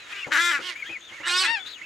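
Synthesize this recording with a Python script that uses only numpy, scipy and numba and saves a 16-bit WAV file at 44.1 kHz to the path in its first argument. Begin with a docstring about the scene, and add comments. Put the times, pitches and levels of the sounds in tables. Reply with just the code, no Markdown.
"""Boobies on a rocky shore

Near the microphone one bird walks over gravel and harsh honks ring out: reedy syrinx pulses, shaped by
throat and bill, that start rough, clear in the middle and break up again. A far honk comes first, a soft
one answers the first near honk, and a high second voice rises through the last to end as a squeal.
Other birds whistle in thin hoarse arches around the slope, over a faint wash of sea and distant colony."""
import sys
import numpy as np
from scipy import signal
from scipy.fft import rfft, irfft
from scipy.io import wavfile
from scipy.ndimage import uniform_filter1d
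from numba import njit

SR = 44100
rng = np.random.default_rng(int(sys.argv[2]) if len(sys.argv) > 2 else 0)


def unload_audio(sound):
    """Save the sound as a 16-bit wav file, at the path given as the first command line argument."""
    columns = np.transpose(np.atleast_2d(sound))
    # keep every value between -1 and 1, then stretch to whole-number steps
    steps = np.round(np.clip(columns, -1, 1) * 32767)
    wavfile.write(sys.argv[1], SR, steps.astype(np.int16))


N = 81585
T = np.arange(N) / SR


def undb(db):
    """Decibels to gain."""
    return 10 ** (np.asarray(db) / 20)


def unit(x):
    """Scale to rms 1."""
    return x / np.sqrt(np.mean(x ** 2) + 1e-20)


def pan(x, db):
    """Place a sound by its level difference at the microphone; positive is left."""
    gains = undb(np.array([[db], [-db]]) / 2)
    return x * gains / gains.mean()


def butter(order, hz, kind="low"):
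    """Butterworth filter sections."""
    return signal.butter(order, hz, kind, fs=SR, output="sos")


def drift(hz):
    """Smooth random motion of rms 1 at about this rate."""
    return unit(signal.sosfilt(butter(2, hz), rng.standard_normal(N)))


def colour(x, outline):
    """Minimum-phase filter with an outline of f/Hz, gain/dB."""
    size = 4096
    hz, db = np.array(outline).T
    gain_db = np.interp(np.log(np.arange(size // 2 + 1) * SR / size + 1), np.log(hz), db)
    cepstrum = irfft(np.log(undb(gain_db)))
    cepstrum[1:size // 2] *= 2
    cepstrum[size // 2 + 1:] = 0
    return signal.fftconvolve(x, irfft(np.exp(rfft(cepstrum))))[:N]


@njit
def resonance(x, hz, width_hz):
    """Band-pass with a moving centre."""
    y, band_state, low_state = np.empty(len(x)), 0., 0.
    for i in range(len(x)):
        g, damping = np.tan(np.pi * hz[i] / SR), width_hz / hz[i]
        band = (band_state + g * (x[i] + 1e-18 - low_state)) / (1 + g * (g + damping))
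        band_state, low_state = 2 * band - band_state, low_state + 2 * g * band
        y[i] = damping * band
    return y


# Spectrum of sea and distant colony: f/Hz, gain/dB
WASH_COLOUR = [(15, -62), (25, -19), (145, -17.5), (206, -18.5), (301, -12), (840, -16.5), (1020, -11),
               (1130, -14.5), (1230, -7), (1650, -5.5), (1890, -4), (3160, -8), (3620, -11.5), (4870, -20),
               (6920, -23), (13200, -40), (16000, -45)]
# Swell of the colony: t/s, level/dB
COLONY_LEVEL = [(0, -44.5), (.1, -43.5), (.2, -43), (.29, -50), (.6, -44), (.8, -47.5), (1.0, -50.5),
                (1.08, -52.5), (1.14, -46.5), (1.6, -47.5), (1.72, -49), (1.85, -49.5)]


def sea_and_colony():
    """Behind the birds: low sea, nearly alike on both sides, a flickering colony, a thin high sizzle."""
    mid, side = (colour(rng.standard_normal(N), WASH_COLOUR) for _ in range(2))
    bed = np.array([mid, side]) / np.std(mid)
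    low = signal.sosfiltfilt(butter(2, 800), bed)
    high, sides = bed - low, np.array([[1], [-1]])
    sea = (pan(low[0], db=1.5) + undb(-13) * low[1] * sides) * undb(-46)
    colony = high[0] + undb(-6) * high[1] * sides
    colony *= undb(np.interp(T, *np.array(COLONY_LEVEL).T) + 2.5 * drift(11))
    sizzle_hz = 6720 * (1 + .018 * drift(15))
    sizzle = rng.standard_normal(N)
    for _ in range(2):
        sizzle = resonance(sizzle, sizzle_hz, width_hz=890.)
    return sea + colony + pan(unit(sizzle) * undb(-59.5 + 2.8 * drift(37)), db=3.5)


# Whistles around the slope: t/s, length/s, first, middle and last f/Hz, level/dB, hoarseness/0-1, pan/dB
WHISTLE_ARCHES = [(-.02, 0.054, 2650, 2573, 2530, -50, 0.2, 10),
                  (-.01, 0.083, 4170, 3920, 3640, -53, 0, -8),
                  (0.122, 0.019, 2470, 2530, 2660, -35.5, .05, 14),
                  (0.144, 0.088, 2478, 2952, 2580, -42, 0, 3),
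                  (.135, 0.12, 2050, 2557, 2103, -40.5, 0.56, 7),
                  (0.184, 0.046, 3390, 3460, 3390, -46.5, 0.1, 8),
                  (0.228, 0.011, 2770, 2747, 2640, -28, 0, 4), (0.242, 0.013, 2240, 2155, 2030, -33, 0, 4),
                  (0.754, 0.072, 2156, 2397, 2285, -37.5, .6, 4),
                  (0.821, 0.015, 2280, 2210, 2150, -30.5, 0.14, 6),
                  (0.832, 0.073, 1550, 1743, 2320, -44.5, 0.37, 6),
                  (0.855, 0.062, 3140, 3290, 2960, -43, 0.6, 2.5),
                  (0.891, 0.086, 2320, 2515, 1940, -37, 0.17, 5),
                  (1.006, 0.11, 3240, 3620, 2720, -48.5, 0.65, 11),
                  (1.12, 0.072, 2026, 2259, 1780, -44, 0.2, -7),
                  (1.189, 0.042, 1760, 2050, 2450, -40.5, 0.24, -6),
                  (1.231, 0.052, 2700, 2900, 2950, -36.5, .15, -5),
                  (1.59, 0.1, 3380, 3490, 3600, -42.5, 0.22, 12),
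                  (1.659, 0.1, 3680, 4010, 3140, -39.5, 0.8, 11),
                  (1.754, 0.051, 3050, 2556, 1850, -45.5, 0.34, 10),
                  (1.812, 0.016, 1965, 2160, 2330, -33.5, 0.14, -5),
                  (1.827, 0.048, 2520, 2640, 2450, -40.5, 0.37, -5)]


def whistles():
    """Each whistle is an arch of pitch; hoarseness spreads its line into a narrow hiss."""
    edge_s, hoarse_hz = .0045, 420
    out = 0
    for start, length, first_hz, middle_hz, last_hz, db, hoarse, pan_db in WHISTLE_ARCHES:
        progress = np.clip((T - start) / length, 0, 1)
        hz = np.polyval(np.polyfit([0, .5, 1], [first_hz, middle_hz, last_hz], 2), progress)
        phase = 2 * np.pi * np.cumsum(hz * (1 + .0164 * drift(117))) / SR
        hiss = (drift(hoarse_hz) * np.sin(phase) + drift(hoarse_hz) * np.cos(phase)) / np.sqrt(2)
        hiss += undb(-21) * rng.standard_normal(N)  # breath
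        tone = np.sqrt(2 * (1 - hoarse ** 2)) * (np.sin(phase) + undb(-27.5) * np.sin(2 * phase))
        envelope = np.clip(np.minimum(progress, 1 - progress) * length / edge_s, 0, 1)
        out = out + pan((tone + hoarse * hiss) * envelope * undb(db + 2 * drift(34)), pan_db)
    return out


def syrinx(hz, rough):
    """One sharp pulse a cycle; roughness makes the pulses wobble, beat and scatter, and adds rasp."""
    wobble, jitter, shimmer_db, rasp_cycles = .024, .022, 2.2, .65
    cycles = np.cumsum(hz * (1 + wobble * rough * drift(50))) / SR
    at = np.interp(np.arange(1, int(cycles[-1])), cycles, np.arange(N))  # pulse times in samples
    time_scatter, size_scatter = rng.standard_normal((2000, 2))[:len(at)].T
    pulse_rough, period = rough[at.astype(int)], SR / hz[at.astype(int)]
    # the two sides of the syrinx beat against each other
    beat = .6 * pulse_rough * np.sin(2 * np.pi * .37 * np.arange(len(at)))
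    at += jitter * pulse_rough * period * time_scatter
    taps = at.astype(int)[:, None] + np.arange(-7, 9)
    offset = taps - at[:, None]
    shape = np.sinc(offset) * np.cos(np.pi * offset / 16) ** 2
    size = np.sqrt(period) * (1 + beat) * undb(shimmer_db * pulse_rough * size_scatter)
    pulses = np.bincount(np.clip(taps, 0, N - 1).ravel(), (shape * size[:, None]).ravel(), N)
    puffs = unit(np.exp(-(cycles % 1) / rasp_cycles) * rng.standard_normal(N))
    rasp = signal.sosfilt(butter(1, 4100, "high"), puffs)
    return pulses - pulses.mean() + undb(-1) * np.sqrt(rough) * rasp


def call(curve, throat, *bills):
    """Syrinx pulses ring the throat, windpipe and bill, whose resonances move as it opens and closes."""
    times, *columns = np.array(curve).T
    hz, db, rough, treble_db = (np.interp(T, times, column) for column in columns)
    voice = colour(syrinx(hz, np.clip(rough, .02, 1)), throat)
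    voice = signal.sosfilt(butter(4, 220, "high"), voice)
    # windpipe rings draw out each pulse
    for ring_hz in (1824., 2820., 3700., 4160., 4980., 7000., 8100., 10330., 10800.):
        voice -= 2 * resonance(voice, np.full(N, ring_hz), ring_hz / 10.1)
    low = signal.sosfiltfilt(butter(2, 3080), voice)
    voice = low + undb(treble_db) * (voice - low)
    # the upper bands flicker independently
    for band_hz in (2570., 3420., 4220., 5240., 6500., 8000., 9600., 12300.):
        voice += (undb(3 * drift(28)) - 1) * resonance(voice, np.full(N, band_hz), band_hz / 7)
    for bill in bills:
        voice += undb(10) * resonance(voice, np.interp(T, *np.array(bill).T), width_hz=209.)
    power = uniform_filter1d(uniform_filter1d(voice ** 2, size=500), size=500)
    gate = np.interp(T, [times[0] - .008, times[0], times[-1], times[-1] + .006], [0, 1, 1, 0])
    return voice / np.sqrt(power + 1e-12) * undb(db) * gate


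# Far voice: t/s, f/Hz, level/dB, roughness/0-1, treble/dB
FAR_VOICE = [(.11, 398.7, -59, .3, -6), (.135, 406, -41.5, 0.092, -7), (.19, 394, -42, 0.78, 4),
             (.24, 382.6, -45, 0.47, 5), (.27, 344, -43, 0.42, -19)]
# Its throat: f/Hz, gain/dB
FAR_COLOUR = [(250, -37), (400, -12), (800, -22), (1200, -2.5), (1620, 4.5), (2400, 0.5), (4000, -9),
              (8000, -21.5), (16000, -65)]


def far_honk():
    """A faint honk from far off to the left."""
    return pan(call(FAR_VOICE, FAR_COLOUR), db=4.5)


# Footfalls: t/s, level/dB
FOOTFALLS = [(.266, -35.5), (0.586, -40.5), (0.888, -45.5), (1.109, -51), (1.199, -47.5), (1.481, -46.5),
             (1.813, -62.5)]
# Gravel underfoot: f/Hz, gain/dB
GRAVEL_COLOUR = [(40, -30), (110, -9), (220, -9.5), (330, 3.5), (430, -11.5), (540, 2), (700, -11.5),
                 (950, -3), (2000, -33), (6000, -32), (15000, -51)]


def footfalls():
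    """Webbed feet pat the gravel left of the microphone: a short dull burst each."""
    attack_s, decay_s = .0042, .022
    push = 0
    for start, db in FOOTFALLS:
        age = np.maximum(T - start, 0)
        push = push + undb(db) * (1 - np.exp(-age / attack_s)) * np.exp(-age / decay_s)
    return pan(2 * push * unit(colour(rng.standard_normal(N), GRAVEL_COLOUR)), db=5)


# First near voice: t/s, f/Hz, level/dB, roughness/0-1, treble/dB
FIRST_VOICE = [(.308, 293.3, -44, 0.94, -4), (.32, 298, -20.5, 1, -7), (.336, 308, -21, 0.41, 1),
               (.364, 280.5, -19.5, 0.63, -4.5), (.382, 327.3, -20, .6, -3), (.41, 342.3, -21, 0.14, 1.5),
               (.462, 348.8, -21, 0.13, 4.5), (.505, 345.3, -20.5, 0.17, -3), (.524, 299, -25, 0.49, 0.5),
               (.553, 283.9, -22.5, 0.24, -8), (.572, 272.6, -30, 0.48, -2.5),
               (.612, 246.3, -39.5, 0.6, -8)]
# Its throat: f/Hz, gain/dB
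FIRST_COLOUR = [(200, -19), (345, -18.5), (690, -23), (1040, -11.5), (1390, -3), (1720, -9), (2080, -5.5),
                (2450, -11), (2900, -20), (3520, -18), (3850, -12.5), (4200, -19), (4800, -19.5),
                (5300, -19), (6200, -18.5), (6650, -25), (7400, -17), (8300, -28), (9600, -30),
                (12000, -32.5), (13000, -42), (16000, -45)]
# Its two bill resonances: t/s, f/Hz
FIRST_BILL_HIGH = [(.32, 3000), (.37, 2850), (.41, 3420), (.49, 3380), (.53, 3030), (.59, 2400)]
FIRST_BILL_LOW = [(.32, 1715), (.38, 1700), (.45, 1780), (.55, 1735), (.6, 1400)]


def first_honk():
    """A harsh honk close on the left, clearing as its pitch peaks."""
    return pan(call(FIRST_VOICE, FIRST_COLOUR, FIRST_BILL_HIGH, FIRST_BILL_LOW), db=4.5)


# Answering voice: t/s, f/Hz, level/dB, roughness/0-1, treble/dB
SOFT_VOICE = [(.605, 336.8, -50, 0.58, 17), (.635, 359, -36.5, 0.5, 1), (.672, 363.8, -32.5, 0.38, 4.5),
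              (.70, 357, -31, 0.66, -2.5), (.725, 319.6, -38, 0.64, 0), (.742, 311, -41, .7, -2)]
# Its throat: f/Hz, gain/dB
SOFT_COLOUR = [(200, -49), (360, -12.5), (730, -18.5), (1100, -7.5), (1600, -9), (2100, -0.5),
               (2550, -12.5), (3120, -6), (3800, -11), (4600, -11.5), (6500, -20.5), (9000, -25.5),
               (12000, -36), (16000, -55)]
# Its bill resonance: t/s, f/Hz
SOFT_BILL_PATH = [(.61, 2660), (.665, 3250), (.70, 2640), (.735, 1970)]


def soft_honk():
    """A short, soft answer from the right, rough throughout."""
    return pan(call(SOFT_VOICE, SOFT_COLOUR, SOFT_BILL_PATH), db=-5.5)


# Last near voice: t/s, f/Hz, level/dB, roughness/0-1, treble/dB
LAST_VOICE = [(1.235, 338.2, -38, 0.74, -39), (1.262, 347.5, -31, 1, -9), (1.274, 357, -24.5, 0.66, -3.5),
              (1.302, 349.7, -24.5, 0.14, 2), (1.348, 361.5, -24, 0.07, -5), (1.378, 369, -21.5, 0.26, 1.5),
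              (1.424, 378.2, -21.5, 0.083, 3), (1.437, 370.5, -24, 0.5, -5), (1.45, 342, -22.5, 0.42, -1),
              (1.473, 325.8, -28.5, 0.47, -4), (1.488, 309.5, -36.5, 0.72, -3), (1.515, 301, -46, .8, 8)]
# Its throat: f/Hz, gain/dB
LAST_COLOUR = [(200, -33), (365, -12.5), (730, -18.5), (1100, -2.5), (1450, -0.5), (1850, -5), (2250, -8),
               (2900, -6.5), (3700, -7.5), (4300, -9.5), (5100, -9), (5550, -10), (6100, -12.5),
               (6800, -16), (8200, -10), (9100, -19.5), (9900, -23.5), (12000, -30.5), (16000, -64)]
# Its two bill resonances: t/s, f/Hz
LAST_BILL_LOW = [(1.278, 1840), (1.295, 2600), (1.325, 2640), (1.355, 3830), (1.40, 3650), (1.418, 3020),
                 (1.436, 2950), (1.448, 1974), (1.48, 2020)]
LAST_BILL_HIGH = [(1.28, 3850), (1.33, 4320), (1.385, 5210), (1.43, 4250), (1.475, 3770)]


def last_honk():
    """Close, just right of centre: the bill resonances rise as the honk opens and sink as it closes."""
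    return pan(call(LAST_VOICE, LAST_COLOUR, LAST_BILL_LOW, LAST_BILL_HIGH), db=-2.8)


# High second voice: t/s, f/Hz, level/dB, roughness/0-1, treble/dB
SQUEAL_VOICE = [(1.266, 900.3, -39.5, 0.37, -15), (1.28, 887, -38, 1, -6), (1.31, 781, -35, 0.21, -2),
                (1.352, 686.7, -53, 0.27, 6), (1.385, 712.4, -38.5, 0.75, 5), (1.415, 804, -36.5, 1, 0),
                (1.462, 849, -27, 0.38, 16), (1.49, 910.5, -23.5, 0.45, 6), (1.52, 928.2, -23.5, 0.045, 5),
                (1.546, 912, -25, 0.047, 1), (1.565, 834, -29.5, 0.085, 4), (1.59, 770, -36.5, 0.17, 3),
                (1.62, 731, -48.5, 0.44, -6)]
# Its throat: f/Hz, gain/dB
SQUEAL_COLOUR = [(400, -13.5), (920, -9), (1850, -0.5), (2770, -4.5), (3700, -15), (4620, -20),
                 (5550, -25.5), (6500, -50), (8300, -36.5), (11000, -55), (16000, -60)]


def squeal():
    """Well to the left, a high voice dips, then climbs to a clear squeal and falls away."""
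    return pan(call(SQUEAL_VOICE, SQUEAL_COLOUR), db=8)


def rock_echo(x):
    """Boulders scatter a short dull echo, different on each side of the microphone."""
    t60_s, delay_s = .077, .003
    tail = rng.standard_normal((2, N)) * undb(-60 * T / t60_s) * (T > delay_s)
    tail = signal.sosfilt(butter(1, 5070), tail)
    tail /= np.sqrt(np.sum(tail ** 2, axis=1, keepdims=True))
    return undb(-13) * signal.fftconvolve(x.mean(axis=0)[None], tail, axes=1)[:, :N]


def scene():
    """A stereo microphone among the rocks: calls, whistles and steps in front, sea and colony behind."""
    calls = first_honk() + soft_honk() + last_honk() + squeal() + far_honk()
    birds = calls + whistles() + footfalls()
    return birds + rock_echo(birds) + sea_and_colony()


def record(dry):
    """The recorder cuts the top above 16.2 kHz."""
    return signal.sosfilt(signal.ellip(8, .2, 70, 16200, fs=SR, output="sos"), dry)


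dry = scene()
out = record(dry)
unload_audio(out)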